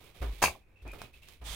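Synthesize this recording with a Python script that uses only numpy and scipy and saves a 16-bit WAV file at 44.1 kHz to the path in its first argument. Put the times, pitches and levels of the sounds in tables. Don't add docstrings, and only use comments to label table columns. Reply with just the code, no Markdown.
import sys
import numpy as np
from scipy import signal
from scipy.fft import rfft, irfft
from scipy.io import wavfile

SR = 44100
rng = np.random.default_rng(int(sys.argv[2]) if len(sys.argv) > 2 else 0)


def waveform_to_disk(signal):
    frames = np.transpose(np.atleast_2d(signal))
    scaled = np.clip(frames, -1, 1) * 32767
    samples = np.round(scaled).astype(np.int16)
    wavfile.write(sys.argv[1], SR, samples)


N = 68355


def amp(db):
    return 10 ** (np.asarray(db) / 20)

def unit_rms(x):
    return x / np.sqrt(np.mean(x ** 2) + 1e-20)

def curve_at(points, hz):
    freqs, values = np.transpose(points)
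    return np.interp(np.log(hz + 1), np.log(freqs + 1), values)

def add(mix, start_s, sound):
    part = mix[..., max(round(start_s * SR), 0):][..., :sound.shape[-1]]
    part += sound[..., :part.shape[-1]]

def convolve(x, response):
    return signal.fftconvolve(np.atleast_2d(x), np.atleast_2d(response), axes=1)[:, :N]

def colour(eq, size=4096):
    log_gain = np.log(amp(curve_at(eq, abs(np.fft.fftfreq(size, 1 / SR)))))
    impulse = np.fft.ifft(np.exp(np.conj(signal.hilbert(log_gain)))).real[:size // 2]
    return impulse / np.linalg.norm(impulse)

def left_mic(x, eq):
    gain = amp(curve_at(eq, np.fft.rfftfreq(N, 1 / SR)))
    return np.array([irfft(rfft(x[0]) * gain, N), x[1]])

# freq_hz, correlation
STEREO_LIKENESS = [(60, 0.89), (1200, 0.42), (5000, 0.37), (15000, 0.033)]
def mic_pair(x):
    likeness = curve_at(STEREO_LIKENESS, np.fft.rfftfreq(x.shape[1], 1 / SR))
    angle = np.arccos(np.clip(likeness, -1, 1)) / 2
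    mid, side = rfft(x) * [np.cos(angle), np.sin(angle)]
    return irfft([mid + side, mid - side], x.shape[1])

def stereo_noise(eq):
    return unit_rms(convolve(mic_pair(rng.standard_normal((2, N))), colour(eq)))

# freq_hz, t60_s
ROOM_DECAY = [(500, 0.25), (1700, 0.13), (15000, 0.13)]
def room(x, wet_db, predelay_s=0.0016, size=16384):
    hz, t, bands = signal.stft(mic_pair(rng.standard_normal((2, size))), SR, nperseg=256)
    tail = signal.istft(bands * amp(-60 * t / curve_at(ROOM_DECAY, hz)[:, None]), SR)[1]
    tail[:, :round(predelay_s * SR)] = 0
    return x + amp(wet_db) * convolve(x, tail / np.linalg.norm(tail[0]))

# freq_hz, gain_db
AIR_EQ = [(70, -1), (150, -19.5), (400, -20.5), (700, -31), (2050, -30.5), (2580, -21), (3000, -48),
          (15500, -48)]
def room_tone(level_db=-61.5):
    return amp(level_db) * stereo_noise(AIR_EQ)

def stroke(start_s, length_s, t60_s, attack_s=0.0067):
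    t = np.arange(N) / SR - start_s
    return np.clip(t / attack_s, 0, 1) * amp(-60 * np.maximum(t - length_s, 0) / t60_s)

def friction(response, slips_per_s=5100):
    slips = (rng.random((2, N)) < slips_per_s / SR) * rng.standard_normal((2, N))
    trim_db = -0.5 * np.minimum(rng.exponential(1, (2, N)), 4)
    return unit_rms(convolve(mic_pair(slips * amp(trim_db)), response))

# start_s, length_s, body_db, hiss_db
FINGER_STROKES = [(0, 0.099, -58, -57.5), (0.142, 0.081, -58, -56), (0.213, 0.016, -36, -46.5),
                  (0.228, 0.065, -50, -54), (0.306, 0.23, -59, -52.5), (0.669, 0.22, -69.5, -79.5),
                  (0.815, 0.017, -62, -62.5), (0.848, 0.015, -45, -83), (0.863, 0.019, -51.5, -86),
                  (0.927, 0.029, -47.5, -55), (.98, 0.066, -52, -52.5), (1.129, 0.045, -66, -59),
                  (1.216, 0.052, -66, -58.5), (1.27, 0.067, -62.5, -55.5), (1.411, 0.015, -48.5, -58.5)]
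# freq_hz, gain_db
RUB_BODY_EQ = [(130, 7.5), (220, -2), (380, 4.5), (1300, -6), (2600, -13.5), (3600, -19), (6000, -35)]
RUB_HISS_EQ = [(500, -12.5), (1700, -3), (2250, 10), (2700, 7.5), (3600, 8.5), (4500, 2), (7500, -5.5),
               (15500, -4)]
# freq_hz, gain_db
HANDLING_LEFT_EQ = [(150, -2), (2500, -6), (3300, -20.5), (6500, -13.5), (8600, -2.5), (15000, -6.5)]
def finger_rubs():
    power = sum((amp(levels_db)[:, None] * stroke(start_s, length_s, t60_s=0.25)) ** 2
                for start_s, length_s, *levels_db in FINGER_STROKES)
    body_envelope, hiss_envelope = np.sqrt(power)
    body = body_envelope * friction(colour(RUB_BODY_EQ))
    hiss = hiss_envelope * friction(colour(RUB_HISS_EQ))
    return left_mic(body + hiss, HANDLING_LEFT_EQ)

# start_s, length_s, pitch_hz, level_db
FINGER_SQUEAKS = [(0, 0.145, 12750, -86), (0.757, 0.05, 2630, -64.5), (0.863, 0.056, 2441, -50),
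                  (0.984, 0.069, 2505, -56.5), (1.136, 0.0046, 2607, -53.5), (1.218, 0.062, 2700, -63)]
def finger_squeaks(bandwidth_hz=53):
    out, t = np.zeros((2, N)), np.arange(N) / SR
    for start_s, length_s, pitch_hz, level_db in FINGER_SQUEAKS:
        resonance = np.exp(-np.pi * bandwidth_hz * t) * np.cos(2 * np.pi * pitch_hz * t)
        out += amp(level_db) * stroke(start_s, length_s, t60_s=0.12) * friction(resonance)
    return out

# start_s, knock_db, tick_db
TAP_HITS = [(0.045, -62, -35), (0.2297, -28, -31.5), (0.8786, -52, -30.5), (0.9184, -57, -30.5),
            (0.936, -26.5, -30), (1.0178, -17, -20.5), (1.2869, -35, -26.5)]
# freq_hz, gain_db
KNOCK_EQ = [(40, -3), (300, -8.5), (900, -5.5), (1600, -7.5), (2200, -23), (16000, -43.5)]
TICK_EQ = [(3500, 2), (15000, -3)]
KNOCK_WET_DB = -9
def taps(tick_t60_s=0.002, size=512):
    pushes, ticks, t = np.zeros(N), np.zeros((2, N)), np.arange(size) / SR
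    for start_s, knock_db, tick_db in TAP_HITS:
        add(pushes, start_s, -amp([knock_db]))
        tick = rng.standard_normal((2, size)) * amp(-60 * t / tick_t60_s)
        add(ticks, start_s, amp(tick_db) * tick / np.linalg.norm(tick, axis=1, keepdims=True))
    dull = room(convolve(pushes, colour(KNOCK_EQ)), KNOCK_WET_DB)
    crisp = room(convolve(ticks, colour(TICK_EQ)), wet_db=-2.5)
    return dull + left_mic(crisp, HANDLING_LEFT_EQ)

# start_s, length_s, pitch_hz, level_db
BED_SWINGS = [(0.205, .13, 62.7, -29.5), (0.314, 0.12, 52.5, -44.5), (0.424, 0.093, 80.8, -40.5),
              (0.819, 0.13, 58, -41), (1.403, 0.15, 60.5, -40.5)]
def bed_wobble(sag_hz_per_s=110):
    out = np.zeros(N)
    for start_s, length_s, pitch_hz, level_db in BED_SWINGS:
        t = np.arange(0, length_s, 1 / SR)
        arch = abs(np.sin(np.pi * t / length_s)) ** 0.34
        phase = 2 * np.pi * np.cumsum(pitch_hz - sag_hz_per_s * t) / SR
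        add(out, start_s, amp(level_db) * arch * np.sin(phase))
    return out

# start_s, knock_db, splinter_db, ring_db
BASE_CRACKS = [(0.4194, -18, -12, -36), (0.4228, -7.5, -6.5, -41.5), (0.4258, -8, -3.5, -18),
               (0.4281, -1.5, -9.5, -20), (0.4296, -17, -9.5, -29.5), (0.439, 2, -0.5, -16),
               (0.447, -12.5, -10.5, -20), (0.4521, -12, -17, -26), (0.4575, -16.5, -17, -11.5),
               (0.4718, -36.5, -16.5, -25.5), (0.4804, -13.5, -20, -46.5), (0.483, -22, -26.5, -32)]
def snap():
    starts_s, knock_db, splinter_db, ring_db = np.transpose(BASE_CRACKS)
    return (plate_knocks(starts_s, knock_db) + splinters(starts_s, splinter_db)
            + frame_ring(starts_s, ring_db))

# pitch_hz, level_db, t60_s
PLATE_MODES = [(842, -20.5, 0.02), (1043, -15, 0.016), (1592, -22.5, 0.016)]
def plate_knocks(starts_s, levels_db, push_db=-7.5, attack_s=0.00023):
    out, t = np.zeros(N), np.arange(4096) / SR
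    push = colour(KNOCK_EQ)
    modes = sum(amp(db - 60 * t / t60_s) * np.sin(2 * np.pi * hz * t) for hz, db, t60_s in PLATE_MODES)
    for start_s, level_db in zip(starts_s, levels_db):
        add(out, start_s, -amp(level_db + push_db) * push)
        add(out, start_s, -amp(level_db) * modes * np.minimum(t / attack_s, 1))
    return room(out, KNOCK_WET_DB)

# freq_hz, gain_db
SPLINTER_EQ = [(200, -22.5), (2050, 0), (2500, 2), (4100, 2.5), (4550, 6.5), (5300, -0.5), (6100, 3.5),
               (7600, -4.5), (15500, -4.5)]
# freq_hz, gain_db
LEFT_MIC_EQ = [(2500, 3), (3100, -9), (4200, -10.5), (5300, -5), (8500, 5), (15000, -4.5)]
def splinters(starts_s, levels_db, spread_db=4, attack_s=0.0004, t60_s=0.034, size=4096):
    out, t = np.zeros((2, N)), np.arange(1, size + 1) / SR
    envelope = np.minimum(t / attack_s, 1) * amp(-60 * t / t60_s)
    for start_s, level_db in zip(starts_s, levels_db):
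        fractures = rng.standard_normal((2, size)) * amp(spread_db * rng.standard_normal(size))
        burst = mic_pair(fractures) * envelope
        add(out, start_s, amp(level_db) * burst / np.linalg.norm(burst[0]))
    return left_mic(room(convolve(out, colour(SPLINTER_EQ)), wet_db=3), LEFT_MIC_EQ)

# pitch_hz, level_db
FRAME_MODES = [(2315, -2.5), (2445, -5), (2560, -13), (2655, -4.5)]
def frame_ring(starts_s, levels_db, attack_s=0.0016, t60_s=0.033):
    out, t = np.zeros((2, N)), np.arange(8192) / SR
    phases = np.array([[0], [1]]) * rng.normal(0, 1.0, len(FRAME_MODES))
    modes = sum(amp(db) * np.sin(2 * np.pi * hz * (t - attack_s) + phases[:, k, None])
                for k, (hz, db) in enumerate(FRAME_MODES))
    ring = np.minimum(t / attack_s, 1) * amp(-60 * t / t60_s) * modes / 2
    for start_s, level_db in zip(starts_s, levels_db):
        add(out, start_s, amp(level_db) * ring)
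    return room(out, wet_db=-4)

# start_s, pitch_hz, level_db
PART_BUMPS = [(0.496, 640, -36.5), (0.551, 1040, -47.5), (0.558, 742, -48.5), (0.933, 1340, -47.5)]
def rocking_part(length_s=0.0065):
    out, t = np.zeros(N), np.arange(0, length_s, 1 / SR)
    arch = np.sin(np.pi * t / length_s)
    for start_s, pitch_hz, level_db in PART_BUMPS:
        add(out, start_s, amp(level_db) * arch * np.sin(2 * np.pi * pitch_hz * t))
    return room(out, KNOCK_WET_DB)

# time_s, level_db
SLIDE_FADE = [(1.439, -55), (1.465, -40.5), (1.51, -39)]
# freq_hz, gain_db
SLIDE_EQ = [(100, 3), (260, -12), (1000, -4.5), (1350, -8), (2800, -3.5), (3450, 4), (3900, -4),
            (9000, -10.5), (15500, -16.5)]
def hand_slide():
    level_db = np.interp(np.arange(N) / SR, *np.transpose(SLIDE_FADE), left=-np.inf)
    return left_mic(amp(level_db) * stereo_noise(SLIDE_EQ), HANDLING_LEFT_EQ)

def scene():
    return (snap() + rocking_part() + taps() + bed_wobble()
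            + finger_rubs() + hand_slide() + finger_squeaks() + room_tone())

def record(dry, cutoff_hz=15900):
    lowpass = signal.firwin(511, cutoff_hz, window=("kaiser", 9), fs=SR)
    return signal.oaconvolve(dry, lowpass[None], "same")


dry = scene()
out = record(dry)
waveform_to_disk(out)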